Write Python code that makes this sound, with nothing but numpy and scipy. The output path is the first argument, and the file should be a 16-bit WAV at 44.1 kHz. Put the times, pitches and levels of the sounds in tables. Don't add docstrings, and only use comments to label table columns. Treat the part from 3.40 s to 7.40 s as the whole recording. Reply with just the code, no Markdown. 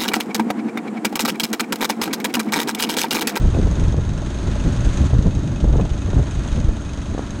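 import sys
import numpy as np
from scipy import signal
from scipy.fft import rfft, irfft
from scipy.io import wavfile
from scipy.ndimage import uniform_filter1d

SR = 44100
rng = np.random.default_rng(int(sys.argv[2]) if len(sys.argv) > 2 else 0)


def int16_out(signal):
    q = np.round(np.clip(np.atleast_2d(signal).T, -1, 1) * 32767)
    wavfile.write(sys.argv[1], SR, q.astype(np.int16))


N = 176400
TIME_S = np.arange(N) / SR


def undb(db):
    return 10 ** (np.asarray(db) / 20)


def unit_rms(x):
    return x / np.sqrt(np.mean(x ** 2))


def curve(rows):
    return np.interp(TIME_S, *np.array(rows).T)


def walk(rate_hz):
    hold = int(SR / rate_hz)
    steps = np.repeat(rng.standard_normal(2000), hold)[:N]
    return unit_rms(uniform_filter1d(uniform_filter1d(steps, hold), hold))


def colour(x, points, size=8192):
    hz, db = np.array(points).T
    grid_hz = np.maximum(np.arange(size // 2 + 1) * SR / size, 1)
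    gain = undb(np.interp(np.log(grid_hz), np.log(hz), db))
    cepstrum = irfft(np.log(gain))
    cepstrum[1:size // 2] *= 2
    cepstrum[size // 2 + 1:] = 0
    response = irfft(np.exp(rfft(cepstrum)))
    return unit_rms(irfft(rfft(x) * rfft(response, N), N))


def noise(points):
    return colour(rng.standard_normal(N), points)


def steady(x, span_s):
    return x / np.sqrt(uniform_filter1d(x ** 2, max(int(span_s * SR), 2)) + 1e-9)


def impulses(times_s, sizes):
    samples = np.clip((np.asarray(times_s) * SR).astype(int), 0, N)
    return np.bincount(samples, sizes, N + 1)[:N]


def cycle_times(cycles, phase):
    return np.interp(np.arange(int(cycles[-1]) + 1) + phase, cycles, TIME_S, right=2 * TIME_S[-1])


# (phase [cycles], pipe resonance [Hz], swell [s], level [dB])
PUFFS = [(0.401, 289.5, 0.0035, -28.5), (.68, 316, 0.0021, -30), (0.55, 599, 0.0027, -36.5),
         (.88, 618, 0.0018, -38.5), (.47, 822, 0.0024, -41.5)]
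# (time [s], gain [dB])
THROTTLE = [(0, -0.5), (1.3, 3.5), (2.9, -0.5), (3.4, -3), (3.7, -1.5), (4, 1.5)]
PUFF_SCATTER_DB = 3

def exhaust_puffs(cycles):
    age_s = TIME_S[:SR // 20]
    out = 0
    for phase, hz, swell_s, db in PUFFS:
        times_s = cycle_times(cycles, phase)
        force = undb(db + PUFF_SCATTER_DB * rng.standard_normal(len(times_s)))
        puff = age_s / swell_s * np.exp(1 - age_s / swell_s) * np.sin(2 * np.pi * hz * age_s)
        out += signal.fftconvolve(impulses(times_s, force), puff)[:N]
    return out * undb(curve(THROTTLE))


DRONE_ORDERS = [4, 8, 9, 10, 12, 13, 24, 36, 49, 58]
DRONE_DB = [-35.5, -44, -39, -43, -42.5, -55, -57, -57, -68, -69]
DRONE_WAVER_DB, DRONE_FLUTTER_RAD = 1.5, 0.087

def exhaust_drone(cycles):
    out = 0
    for order, db in zip(DRONE_ORDERS, DRONE_DB):
        phase_rad = 2 * np.pi * (order * cycles + rng.random()) + DRONE_FLUTTER_RAD * walk(8.8)
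        out += np.sqrt(2) * undb(db + DRONE_WAVER_DB * walk(5.6)) * np.sin(phase_rad)
    return out


# (frequency [Hz], relative level [dB], t60 [s])
VALVE_MODES = [(2515, -11, 0.062), (3150, -21, .03), (3690, -11.5, 0.055), (3900, -12, 0.048),
               (5160, -18.5, 0.026), (6380, -9, .014), (6430, -7, 0.033), (6527, -11, 0.043),
               (6600, -12, 0.015), (8000, -21, .04), (8420, -21.5, 0.023), (10700, -27, 0.044)]
CONTACT_S, MODE_SCATTER_DB = 0.00018, 2.5

def valve_ring(blows):
    age_s = TIME_S[:SR // 10]
    contact = 1 - np.exp(-age_s / CONTACT_S)
    rings = [undb(db - 60 * age_s / t60_s) * contact * np.sin(2 * np.pi * hz * age_s)
             for hz, db, t60_s in VALVE_MODES]
    out = 0
    for ring in rings:
        scatter = unit_rms(undb(MODE_SCATTER_DB * rng.standard_normal(N)))
        out += signal.fftconvolve(blows * scatter, ring)[:N]
    return out / np.abs(sum(rings)).max()


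# (phase [cycles], relative rattle [dB], rattle decay [s], relative ring [dB])
KNOCKS = [(.13, -5, .003, -14), (.21, -9, .002, -7), (.445, -2, .002, 5), (.48, 0, .003, -3),
          (.55, -6, .008, -20), (.645, -5.5, .006, -7), (.785, -5, .0014, -3)]
# (frequency [Hz], gain [dB])
CASING_COLOUR = [(500, -33), (1000, -3), (1400, 5), (2200, 3.5), (3100, 7), (3800, 6.5), (4400, -3.5),
                 (5300, 1.5), (6400, 0.5), (7400, -4), (8500, -2.5), (10700, -33), (11500, -43),
                 (14000, -57)]
# (time [s], gain [dB])
CLATTER = [(0, -2), (.45, 1.5), (.6, -2), (1.1, 1.5), (1.6, 1.5), (1.8, -2), (2.3, -2), (2.6, 0.5),
           (2.8, 0), (2.95, 0), (3.2, 2), (3.28, -3.5), (3.55, -1), (4, -3.5)]
RATTLE_DB, RING_DB = -48, -50.5
RATTLE_SCATTER_DB, RING_SCATTER_DB, KNOCK_JITTER_S = 3.5, 0.5, 0.0002

def valve_gear(cycles):
    age_s = TIME_S[:SR // 10]
    rattle, taps = 0, 0
    for phase, rattle_db, decay_s, ring_db in KNOCKS:
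        due_s = cycle_times(cycles, phase)
        late, force, bite = rng.standard_normal((len(due_s), 3)).T
        times_s = due_s + KNOCK_JITTER_S * late
        blows = impulses(times_s, undb(rattle_db + RATTLE_SCATTER_DB * force))
        rattle += signal.fftconvolve(blows, np.exp(-age_s / decay_s))[:N]
        taps += impulses(times_s, undb(ring_db + RING_SCATTER_DB * (force + bite) / 2))
    casing = undb(RATTLE_DB) * colour(rattle * rng.standard_normal(N), CASING_COLOUR)
    cover = undb(RING_DB) * unit_rms(valve_ring(taps))
    return (casing + cover) * undb(curve(CLATTER))


# (time [s], level [dB])
CLICKS = [(.312, -27), (.3535, -32), (.398, -36), (.522, -32), (.691, -29), (1.5727, -20.5), (1.95, -25.5),
          (2.075, -28), (2.367, -37), (2.534, -35), (2.618, -29), (2.701, -38), (2.9095, -28), (2.95, -29),
          (3.035, -38), (3.117, -31), (3.201, -32), (3.906, -24.5)]

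def tappet_clicks():
    times_s, db = np.array(CLICKS).T
    return valve_ring(impulses(times_s, undb(db)))


# (frequency [Hz], gain [dB])
ROLL_COLOUR = [(25, 11), (45, 11), (90, 2.5), (130, -2.5), (200, -2), (320, -2), (430, -7.5), (650, -10.5),
               (800, -17), (1400, -19), (2200, -30.5), (5000, -74.5)]
HISS_COLOUR = [(400, -6.5), (900, 4), (1500, 1.5), (2250, -5.5), (3100, -1), (3800, -4), (4400, -3),
               (5300, -10.5), (6450, -1.5), (7400, -10), (8500, -11), (10700, -20.5), (11500, -34.5),
               (14000, -44)]
SCRAPE_COLOUR = [(300, -13), (700, -14.5), (1000, 3), (1200, -7.5), (1450, -1), (1900, -5), (2400, -12),
                 (6000, -39)]
# (time [s], level [dB])
HISS_LEVEL = [(0, -43), (.5, -43), (.56, -47), (.75, -45.5), (1.0, -42.5), (1.45, -41), (1.58, -39),
              (1.67, -41), (1.77, -45), (2.3, -46.5), (2.8, -45), (3.15, -42), (3.27, -46.5), (3.5, -45),
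              (4, -45)]
SCRAPE_LEVEL = [(0, -44.5), (.37, -42), (.6, -46.5), (.85, -45.5), (1.15, -42), (1.3, -40.5), (1.65, -43),
                (1.82, -46), (2.55, -49), (2.8, -44.5), (3.1, -45), (3.35, -47.5), (3.7, -48),
                (3.85, -42.5), (4, -48)]
ROLL_DB, HISS_GAIN_DB = -33, 0.5

def wheels():
    rumble = undb(ROLL_DB + 1.9 * walk(9.34)) * noise(ROLL_COLOUR)
    hiss = colour(rng.standard_normal(N) * undb(0.49 * walk(400)), HISS_COLOUR)
    scrape = undb(curve(SCRAPE_LEVEL) + 0.79 * walk(40)) * noise(SCRAPE_COLOUR)
    return rumble + scrape + undb(HISS_GAIN_DB + curve(HISS_LEVEL)) * hiss


# (centre [s], length [s], level [dB])
CRUNCHES = [(1.278, 0.016, -46), (1.453, 0.022, -42), (1.541, 0.022, -39.5), (1.583, 0.016, -44),
            (1.661, 0.034, -41.5)]
# (frequency [Hz], gain [dB])
CRUNCH_COLOUR = [(600, -6), (1500, 0), (3700, -4), (5200, -12), (6500, -1), (8500, -11), (11000, -28),
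                 (14000, -45)]
CRACKS_PER_S, CRACK_SCATTER_DB = 2500, 5

def crunches():
    cracks = (rng.random(N) < CRACKS_PER_S / SR) * np.sign(rng.standard_normal(N))
    cracks *= undb(CRACK_SCATTER_DB * rng.standard_normal(N))
    load = sum(undb(db) * np.exp(-(2 * (TIME_S - centre_s) / length_s) ** 4 / 2)
               for centre_s, length_s, db in CRUNCHES)
    return load * colour(cracks, CRUNCH_COLOUR)


# (frequency [Hz], bandwidth [Hz], rms level [dB])
FRAME_MODES = [(585, 50, -53), (650, 50, -53), (850, 50, -56), (1168, 30, -58), (1303, 14, -56),
               (1388, 22, -57), (1654, 70, -60), (2503, 25, -63), (3704, 20, -62), (3897, 60, -62),
               (6540, 120, -59)]

def frame():
    out = 0
    for hz, width_hz, db in FRAME_MODES:
        resonator = signal.iirpeak(hz, hz / width_hz, fs=SR)
        out += undb(db) * unit_rms(signal.lfilter(*resonator, rng.standard_normal(N)))
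    return out


# (time [s], peak level [dB])
CLINKS = [(.145, -39), (1.197, -45), (1.909, -40), (2.161, -37), (2.411, -37), (2.62, -39), (2.911, -43),
          (3.493, -39)]
CLINK_HZ, CLINK_T60_S = 2550, 0.071

def clinks():
    age_s = TIME_S[:SR // 4]
    times_s, db = np.array(CLINKS).T
    ring = np.sin(2 * np.pi * CLINK_HZ * age_s) * undb(-60 * age_s / CLINK_T60_S)
    return signal.fftconvolve(impulses(times_s, undb(db)), ring)[:N]


# (time [s], level [dB])
BREEZE = [(0, -18), (.6, -21.5), (.8, -24), (.95, -25), (1.15, -21.5), (1.55, -18.5), (2.0, -25.5),
          (2.15, -24), (2.6, -24.5), (2.92, -24), (3.25, -25), (3.4, -27), (3.8, -28.5), (4, -29.5)]
# (centre [s], length [s], rumble [dB], buffet [dB], flutter [dB])
GUSTS = [(0.04, 0.11, -25, -24, -31), (0.184, 0.1, -25, -25, -26.5), (0.253, 0.06, -14, -21.5, -33),
         (0.429, 0.099, -17, -20, -30), (0.58, 0.027, -21, -19, -30), (0.683, 0.096, -26, -26, -36.5),
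         (1.088, 0.064, -22.5, -24, -35), (1.273, 0.055, -20, -19.5, -26.5),
         (1.374, 0.063, -23, -20, -35.5), (1.467, 0.024, -34, -32, -31), (1.632, 0.062, -16, -18, -29),
         (1.772, 0.071, -16, -18.5, -30.5), (1.87, 0.052, -18, -16, -27), (1.971, 0.048, -18, -19.5, -38.5),
         (2.09, 0.11, -37, -21, -49), (2.247, 0.028, -12, -22.5, -30), (2.29, 0.066, -13.5, -35, -30),
         (2.387, 0.11, -20, -19.5, -24), (2.517, 0.013, -10.5, -20, -50), (2.717, 0.091, -18.5, -27, -32.5),
         (2.791, 0.063, -15, -19.5, -26.5), (2.991, 0.045, -18.5, -38, -42), (3.181, 0.05, -19.5, -21, -30),
         (3.246, 0.019, -14.5, -25.5, -33), (3.284, 0.019, -19, -29, -29), (3.585, 0.016, -17, -44, -32.5),
         (3.715, 0.034, -21, -42, -35)]
# (frequency [Hz], gain [dB])
RUMBLE_COLOUR = [(8, -28), (18, -3), (32, -3), (60, 0.5), (95, -5), (140, -15), (300, -31), (2000, -85.5)]
BUFFET_COLOUR = [(30, -27.5), (80, -5), (120, 3.5), (175, -1.5), (250, -10.5), (400, -23), (700, -38.5),
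                 (2000, -70)]
FLUTTER_COLOUR = [(60, -18.5), (200, -4.5), (300, 1), (420, -4), (600, -10), (900, -19), (1500, -28.5),
                  (4000, -61)]
BREEZE_BUFFET_DB, BREEZE_FLUTTER_DB = -5.5, -19
FLUTTER_ROUGH_DB, SWIRL_DB = 5, 1

def wind():
    band_db = np.array([[0], [BREEZE_BUFFET_DB], [BREEZE_FLUTTER_DB]])
    power = undb(curve(BREEZE) + band_db) ** 2
    for centre_s, length_s, *gust_db in GUSTS:
        near = np.abs(TIME_S - centre_s) < length_s
        swell = np.exp(-np.abs(2 * (TIME_S[near] - centre_s) / length_s) ** 3)
        power[:, near] += undb(gust_db)[:, None] ** 2 * swell
    rumble = steady(noise(RUMBLE_COLOUR), span_s=0.067)
    buffet = steady(noise(BUFFET_COLOUR), span_s=0.037)
    ragged = rng.standard_normal(N) * undb(FLUTTER_ROUGH_DB * walk(150))
    flutter = steady(colour(ragged, FLUTTER_COLOUR), span_s=0.053)
    bands = np.sqrt(power) * np.array([rumble, buffet, flutter])
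    return bands.sum(axis=0) * undb(SWIRL_DB * walk(60))


# (time [s], peak level [dB], half width [s])
EDDIES = [(.044, -8, .007), (.052, -18, .0009), (.078, -8, .006), (.15, -13, .0008), (.189, -6.5, .0012),
          (.199, -7.5, .0012), (.273, -15.5, .0007), (.432, -8, .004), (.482, -9, .0028),
          (.544, -13.5, .0007), (.584, -9, .003), (1.474, -9, .007), (1.618, -11, .003), (1.733, -7, .0028),
          (1.735, -13.5, .0007), (1.791, -9, .0022), (1.863, -7, .003), (2.244, -14, .0009),
          (2.254, -13, .0012), (2.277, -10, .005), (2.33, -9, .005), (2.361, -12, .0012), (2.381, -9, .007),
          (2.418, -9, .0025), (2.734, -14.5, .0008), (2.768, -10, .0018), (2.783, -11, .0013),
          (2.804, -7, .002), (3.06, -21, .0005), (3.128, -9, .007), (3.286, -7, .008), (3.292, -20, .0007),
          (3.749, -14, .0009), (3.78, -14, .0005), (3.794, -12, .0006)]

def eddies():
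    out = 0
    for time_s, db, half_width_s in EDDIES:
        offset = (TIME_S - time_s) / half_width_s
        swing = offset / (1 + offset ** 2) ** 2
        out += undb(db) * swing / swing.max()
    return out


# (time [s], four-stroke cycle rate [Hz])
CYCLE_RATE = [(0, 24.006), (.4, 23.624), (.8, 23.775), (1.3, 23.874), (1.8, 23.885), (2.3, 23.932),
              (2.8, 24.014), (3.3, 24.106), (4, 24.094)]

def scene():
    cycles = np.cumsum(curve(CYCLE_RATE)) / SR
    engine = exhaust_puffs(cycles) + exhaust_drone(cycles) + valve_gear(cycles) + tappet_clicks()
    cart = frame() + clinks() + wheels() + crunches()
    return (engine + cart + wind() + eddies())[None]


LOW_CUT_HZ, ROLLOFF_HZ, TOP_HZ = 16, 12500, 13800

def record(dry):
    x = signal.sosfilt(signal.butter(2, LOW_CUT_HZ, "high", fs=SR, output="sos"), dry)
    x = signal.sosfilt(signal.butter(4, ROLLOFF_HZ, fs=SR, output="sos"), x)
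    return signal.sosfilt(signal.ellip(8, .2, 70, TOP_HZ, fs=SR, output="sos"), x)


dry = scene()
out = record(dry)
int16_out(out)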